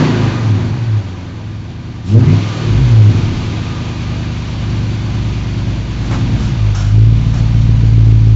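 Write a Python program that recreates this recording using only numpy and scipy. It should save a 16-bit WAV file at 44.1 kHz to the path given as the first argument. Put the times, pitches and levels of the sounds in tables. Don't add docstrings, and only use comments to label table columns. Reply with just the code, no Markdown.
import sys
import numpy as np
from scipy import signal
from scipy.fft import rfft, irfft, next_fast_len
from scipy.io import wavfile
from scipy.ndimage import uniform_filter1d, map_coordinates

SR = 44100
rng = np.random.default_rng(int(sys.argv[2]) if len(sys.argv) > 2 else 0)


def volts_from_decibels(level):
    exponent = np.asarray(level, float) / 20
    return 10 ** exponent


def wrap_up_sound(samples):
    columns = np.atleast_2d(samples).T
    tamed = np.clip(columns, -1, 1)
    steps = np.round(tamed * 32767).astype(np.int16)
    wavfile.write(sys.argv[1], SR, steps)


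N = 368235

# t/s, level/dB
GAS = [(0, -16.5), (.1, -20), (.55, -27.5), (1.05, -34), (1.56, -38), (2.06, -38), (2.2, -28), (2.32, -27),
       (3.1, -28), (4, -30.5), (5.9, -32.5), (6.3, -30), (7, -34.5), (7.3, -32.5), (8.35, -34.5)]
MEAN_GAS_DB = -32


def unit(x):
    return x / np.sqrt(np.mean(x ** 2) + 1e-20)


def curves(rows):
    s, *cols = np.transpose(rows)
    return [np.interp(np.arange(N) / SR, s, c) for c in cols]


def wobble(rate):
    points = rng.standard_normal(int(N * rate / SR) + 4)
    return map_coordinates(points, [np.arange(N) * rate / SR])


def swells(rows):
    t = np.arange(N) / SR
    gain = np.zeros(N)
    for s, db, rise, fall in rows:
        distance = (t - s) / np.where(t < s, rise, fall)
        gain += volts_from_decibels(db - 10 * distance ** 2)
    return gain


def filtered(x, response):
    m, lead = next_fast_len(N + SR // 2), SR // 8
    ring = np.r_[x, np.zeros(m - N - lead), x[lead:0:-1]]
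    return irfft(rfft(ring) * response(np.fft.rfftfreq(m, 1 / SR)), m)[:N]


def resonances(modes, f):
    total = 0
    for k, (c, w, db) in enumerate(modes):
        total = total + (-1) ** k * volts_from_decibels(db) * 1j * f * w / (c * c - f * f + 1j * f * w)
    return total


def ringing_noise(modes):
    return unit(filtered(rng.standard_normal(N), lambda f: resonances(modes, f) * (f < 7700)))


def rush(spectrum, patchy_db):
    # f/Hz, width/Hz, lift/dB
    panels = [(456, 30, 4), (982, 50, 4), (1200, 60, 3), (1466, 30, 3), (2454, 80, 3), (2905, 90, 2),
              (3254, 45, 3), (3573, 45, 3), (4561, 70, 6), (5910, 50, 3)]
    z = signal.stft(rng.standard_normal(N + 512), nperseg=512)[2]
    field = uniform_filter1d(uniform_filter1d(rng.standard_normal(z.shape), 6, 0), 14, 1)
    noise = signal.istft(z * volts_from_decibels(patchy_db * unit(field)), nperseg=512)[1][:N]
    hz, db = np.transpose(spectrum)
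    grid = np.arange(0, SR / 2, 4.)
    lift_db = sum(level / (1 + (2 * (grid - c) / w) ** 2) for c, w, level in panels)
    gain = volts_from_decibels(np.interp(np.log(grid + 1), np.log(hz + 1), db) + lift_db)
    return unit(filtered(noise, lambda f: np.interp(f, grid, gain)))


def speed():
    # t/s, f/Hz
    cycle_rate = [(0, 31.9), (.1, 28.7), (.78, 15.2), (1.02, 11.9), (1.35, 10.65), (2.03, 9.8),
                  (2.28, 19.2), (2.44, 21.7), (3.0, 13.1), (3.4, 10.8), (3.8, 9.98), (5.6, 9.48),
                  (6.44, 8.9), (6.61, 6.5), (6.8, 6.22), (7.0, 6.9), (7.3, 7.12), (8.35, 6.8)]
    flywheel_s = .06
    return uniform_filter1d(curves(cycle_rate)[0], int(flywheel_s * SR), mode="nearest")


def fan():
    return np.clip((np.arange(N) / SR - 2.3) / .03, 0, 1)


def panel_whine():
    # t/s, level/dB, rise/s, fall/s
    whine = [
        (.33, -38.5, .2, 0.22),
        (2.58, -34, 0.14, .1),
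        (3.7, -46, 0.43, 0.58),
    ]
    rest_db = -58.5
    phase = 2 * np.pi * np.cumsum(1200 + 22 * wobble(60)) / SR
    return np.sqrt(2) * (swells(whine) + volts_from_decibels(rest_db)) * volts_from_decibels(2.5 * wobble(15)) * np.sin(phase)


def machinery(firings):
    # f/Hz, level/dB per Hz
    flow_colour = [(180, -53.5), (300, -4.5), (337, -4), (404, -14.5), (540, -13.5), (707, -14.5),
                   (1220, -17.5), (1350, -21.5), (1560, -18), (3000, -31.5), (3900, -44.5), (6600, -120)]
    # f/Hz, level/dB per Hz
    machine_colour = [(820, -35), (1400, -9), (1570, -15.5), (2080, -4.5), (2210, -3), (2480, -3.5),
                      (2690, -4), (4260, -6), (4500, -8), (4970, -11), (6050, -12), (7270, -16.5),
                      (7530, -23.5), (9790, -56), (16600, -120)]
    flow_db, = curves(GAS)
    machine_db = -39 + 0.85 * (flow_db - MEAN_GAS_DB) + 3.5 * fan()
    beat = np.cos(2 * np.pi * firings)
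    shared = wobble(22.0)
    flow = volts_from_decibels(flow_db + .3 * shared + .6 * beat) * rush(flow_colour, patchy_db=.6)
    gear_gain = volts_from_decibels(machine_db + .3 * shared + .5 * beat + .4 * wobble(60))
    return flow + gear_gain * rush(machine_colour, patchy_db=.5)


def intake():
    # t/s, level/dB, rise/s, fall/s
    gulp = [
        (2.09, -38, 0.035, 0.15),
        (2.5, -42.5, 0.11, 0.24),
        (6.06, -41.5, .05, .05),
        (6.43, -38.5, .05, .09),
    ]
    # f/Hz, width/Hz, level/dB
    gulp_tone = [(3200, 3500, 0)]
    # t/s, level/dB, rise/s, fall/s
    whoosh = [
        (2.3, -32.5, 0.05, 0.065),
    ]
    # f/Hz, width/Hz, level/dB
    whoosh_tone = [(2130, 330, 0)]
    return swells(gulp) * ringing_noise(gulp_tone) + swells(whoosh) * ringing_noise(whoosh_tone)


def linkage():
    # t/s, knock level/dB, hiss level/dB, hold/s, time to fall 60 dB/s
    shift = [
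        (6.037, -46.5, -52.5, 0.19, 0.098),
        (6.108, -24.5, -46, 0.035, 0.25),
        (6.394, -39, -43.5, 0.1, 0.15),
        (6.746, -33.5, -33, 0.053, 0.55),
        (7.335, -33.5, -41.5, .06, 0.26),
    ]
    # f/Hz, width/Hz, level/dB
    knock = [(537, 37, -11.5), (670, 420, -6.5), (947, 72, -3), (1127, 350, -11.5)]
    squeak = [(1310, 130, 0), (1500, 160, 0), (1650, 100, -4)]
    hiss = [(3000, 400, -4), (4400, 900, -9), (5540, 300, 1), (6500, 250, -4), (7000, 200, -7),
            (7350, 250, -6)]
    squeak_db = -1
    strike, strike_s = 0.23, 0.011
    t = np.arange(N) / SR
    levels = np.zeros((3, N))
    for s, knock_db, hiss_db, hold, t60 in shift:
        since = np.maximum(t - s, 0)
        onset = np.clip(since / 0.004, 0, 1)
        decay = volts_from_decibels(-60 * np.maximum(since - hold, 0) / t60)
        shape = onset * decay * (1 + strike * np.exp(-since / strike_s))
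        levels += volts_from_decibels(np.array([knock_db, hiss_db + squeak_db, hiss_db]))[:, None] * shape
    sound = np.zeros(N)
    for level, modes in zip(levels, (knock, squeak, hiss)):
        sound += level * volts_from_decibels(1.0 * wobble(90)) * ringing_noise(modes)
    return sound


def boom():
    # t/s, level/dB, rise/s, fall/s
    hum = [
        (2.79, -15, 0.11, 0.24),
    ]
    boom_hz = 56.9
    tone = np.sin(2 * np.pi * boom_hz * np.arange(N) / SR)
    return np.sqrt(2) * swells(hum) * volts_from_decibels(1.2 * wobble(19)) * tone


def bark(firings, fall_db=-8.0):
    # t/s, level/dB, rise/s, fall/s
    snaps = [
        (2.18, -8, 0.066, 0.026),
        (2.25, -28, 0.025, 0.045),
    ]
    overtones = sum(volts_from_decibels(fall_db * k) * np.cos(2 * np.pi * (k + 2) * firings) for k in range(6))
    return swells(snaps) * overtones


def imbalances(in_gear):
    # t/s, level/dB
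    charge = [(0, -28), (.2, -33), (.4, -42.5), (.85, -29), (1.4, -33), (2.0, -33.5), (2.1, -22.5),
              (2.24, -17.5), (2.5, -39), (2.7, -24.5), (2.9, -20), (3.2, -27.5), (3.8, -25.5), (6, -28.5),
              (6.5, -15.5), (7.03, -6.5), (7.2, -11.5), (8.35, -7.5)]
    # t/s, bank level/dB, cylinder level/dB, half width/s
    upsets = [
        (2.54, -14, -1, 0.11),
        (2.72, 3.5, 8.5, 0.12),
        (3.09, 6, -1.5, 0.11),
        (6.25, 1.5, 0, 0.23),
        (6.68, -9.5, -4.5, 0.22),
    ]
    overrun_hz_per_s, shut_lead_s = 9.2, 0.12
    recover_s = 0.85
    t = np.arange(N) / SR
    gas_db = curves(GAS)[0] - MEAN_GAS_DB
    slowing = -np.gradient(speed()) * SR
    falling = np.clip((slowing - overrun_hz_per_s) / 5, 0, 1) * (speed() > 11)
    shut = uniform_filter1d(np.maximum(falling, np.interp(t + shut_lead_s, t, falling)), SR // 20)
    keep = np.exp(-1 / (recover_s * SR))
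    overrun = np.maximum(shut, signal.lfilter([1 - keep], [1, -keep], shut))
    upset_db = sum(np.c_[db] * np.exp(-((t - s) / width) ** 2) for s, *db, width in upsets)
    bank_db = -19 + 1.026 * gas_db - 13 * overrun - 2.5 * in_gear + 1 * fan()
    uneven_db = -29.5 + 0.98 * gas_db
    return charge(0) if callable(charge) else curves(charge)[0], bank_db + upset_db[0], uneven_db + upset_db[1]


def exhaust(firings, turbulence_db=-27, edge_hz=390):
    bank = [1, -1, 1, 1, -1, 1, -1, -1]
    uneven = [1, .3, -.9, .2, .7, -.3, -.8, -.2]
    # f/Hz, width/Hz, level/dB
    pipe = [(35.6, 1.7, -16.2), (56.3, 7.4, -9.4), (50.9, 35.2, -18.3), (107.3, 7.0, 0.0),
            (135.0, 5.8, -8.8), (145.2, 19.0, -12.1), (216.6, 89.4, -14.3), (242.8, 9.5, -7.7),
            (265.7, 10.5, -12.3), (322.2, 47.2, -10.6), (367.6, 77.6, -13.5)]
    # revving level/dB, idling level/dB, in-gear level/dB
    orders = [(-3.5, -2.5, 3.5), (4.5, 8, 5), (3.5, 5.5, 8), (8, -0.5, -.1), (16.5, -3.5, 10.5),
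              (10, 19, 1.5), (9, -2, 0), (22, 19, 7), (11, -6, 8.5), (6.5, 7, 9.5), (7, -1, -2), (3, 6, 2),
              (10.5, 3.6, 10), (-1.5, 4.5, -2), (3.5, -5, -6), (8, 11, 3), (0, -13.5, -5.5), (-7.5, 3, 7.5),
              (5, -0.1, 2.5), (1.5, 1.5, 0.2), (2, -2.5, 13), (-3, 3.5, -2), (-3, -7.5, -1.5),
              (-7, 7, -3.5), (1.5, -13.5, 4.5), (4, -7, -2.5), (0.5, -6.5, -6), (-1.5, -9, -7),
              (-5.5, -5, 6), (-6, -0.7, 2.5)]
    high_order_db = [-4.5, -9, -2.5]
    high_fall_db = [1.3, -0.4, 0.04]
    high_firing_db = [0, 4.5, -9.5]

    higher = np.arange(10)
    order = 1 + np.arange(len(orders) + len(higher))
    high_db = np.c_[high_order_db] + np.outer(high_fall_db, higher)
    high_db = high_db + np.outer(high_firing_db, higher % 8 == 1)
    state_db = np.c_[np.transpose(orders), high_db]

    cylinder = order % 8
    family = np.where(cylinder == 0, 0, np.where(cylinder % 2, 1, 2))
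    pattern = np.where(family[:, None] == 1, bank, uneven)
    phase = np.angle(np.fft.fft(pattern)[np.arange(len(order)), cylinder])
    phase[family == 0] = 0
    angle = np.linspace(0, 1, 2049)
    waves = np.sqrt(2) * np.cos(2 * np.pi * np.outer(order, angle) + phase[:, None])

    revving = np.clip((speed() - 11.4) / 2.6, 0, 1)
    in_gear = np.clip((np.arange(N) / SR - 6.45) / .15, 0, 1)
    crank = (firings / 8 + .0008 * wobble(20)) % 1
    step = (crank * (len(angle) - 1)).astype(int)
    loads = imbalances(in_gear)
    drift_db = [.8 * wobble(5), 1.7 * wobble(5), 1.8 * wobble(6)]
    pressure = np.zeros(N)
    for k, load_db in enumerate(loads):
        rev, idle, gear = (volts_from_decibels(db[family == k]) @ waves[family == k] for db in state_db)
        wave = revving * rev[step] + (1 - revving - in_gear) * idle[step] + in_gear * gear[step]
        pressure += volts_from_decibels(load_db + 1 + drift_db[k]) * wave
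    burn = volts_from_decibels(.5 * wobble(25))
    gas = volts_from_decibels(loads[2] + turbulence_db) * np.sqrt(SR / 2) * rng.standard_normal(N)

    def pipe_and_silencer(f):
        soft = 1 / (1 - (f / edge_hz) ** 2 + 1.2j * f / edge_hz)
        return resonances(pipe, f) * soft

    return filtered(burn * pressure + gas, pipe_and_silencer)


def scene():
    firings = np.cumsum(8 * speed()) / SR
    engine = exhaust(firings) + boom() + bark(firings) + machinery(firings) + panel_whine()
    return (engine + linkage() + intake())[None]


def roll_off(x):
    return signal.sosfilt(signal.butter(12, 7680, fs=SR, output="sos"), x)


def record(dry):
    duck_level, duck_s, duck_power = .7, 0.09, 0.097
    power = np.abs(uniform_filter1d(dry ** 2, int(duck_s * SR)))
    held = dry / (2 + (power / duck_level ** 2) ** 2) ** duck_power
    bent = held + .05 * (held ** 2 - uniform_filter1d(held ** 2, 2000))
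    saturated = bent / (1 + np.abs(bent / .96) ** 6) ** (1 / 6)
    return roll_off(saturated)


dry = scene()
out = record(dry)
wrap_up_sound(out)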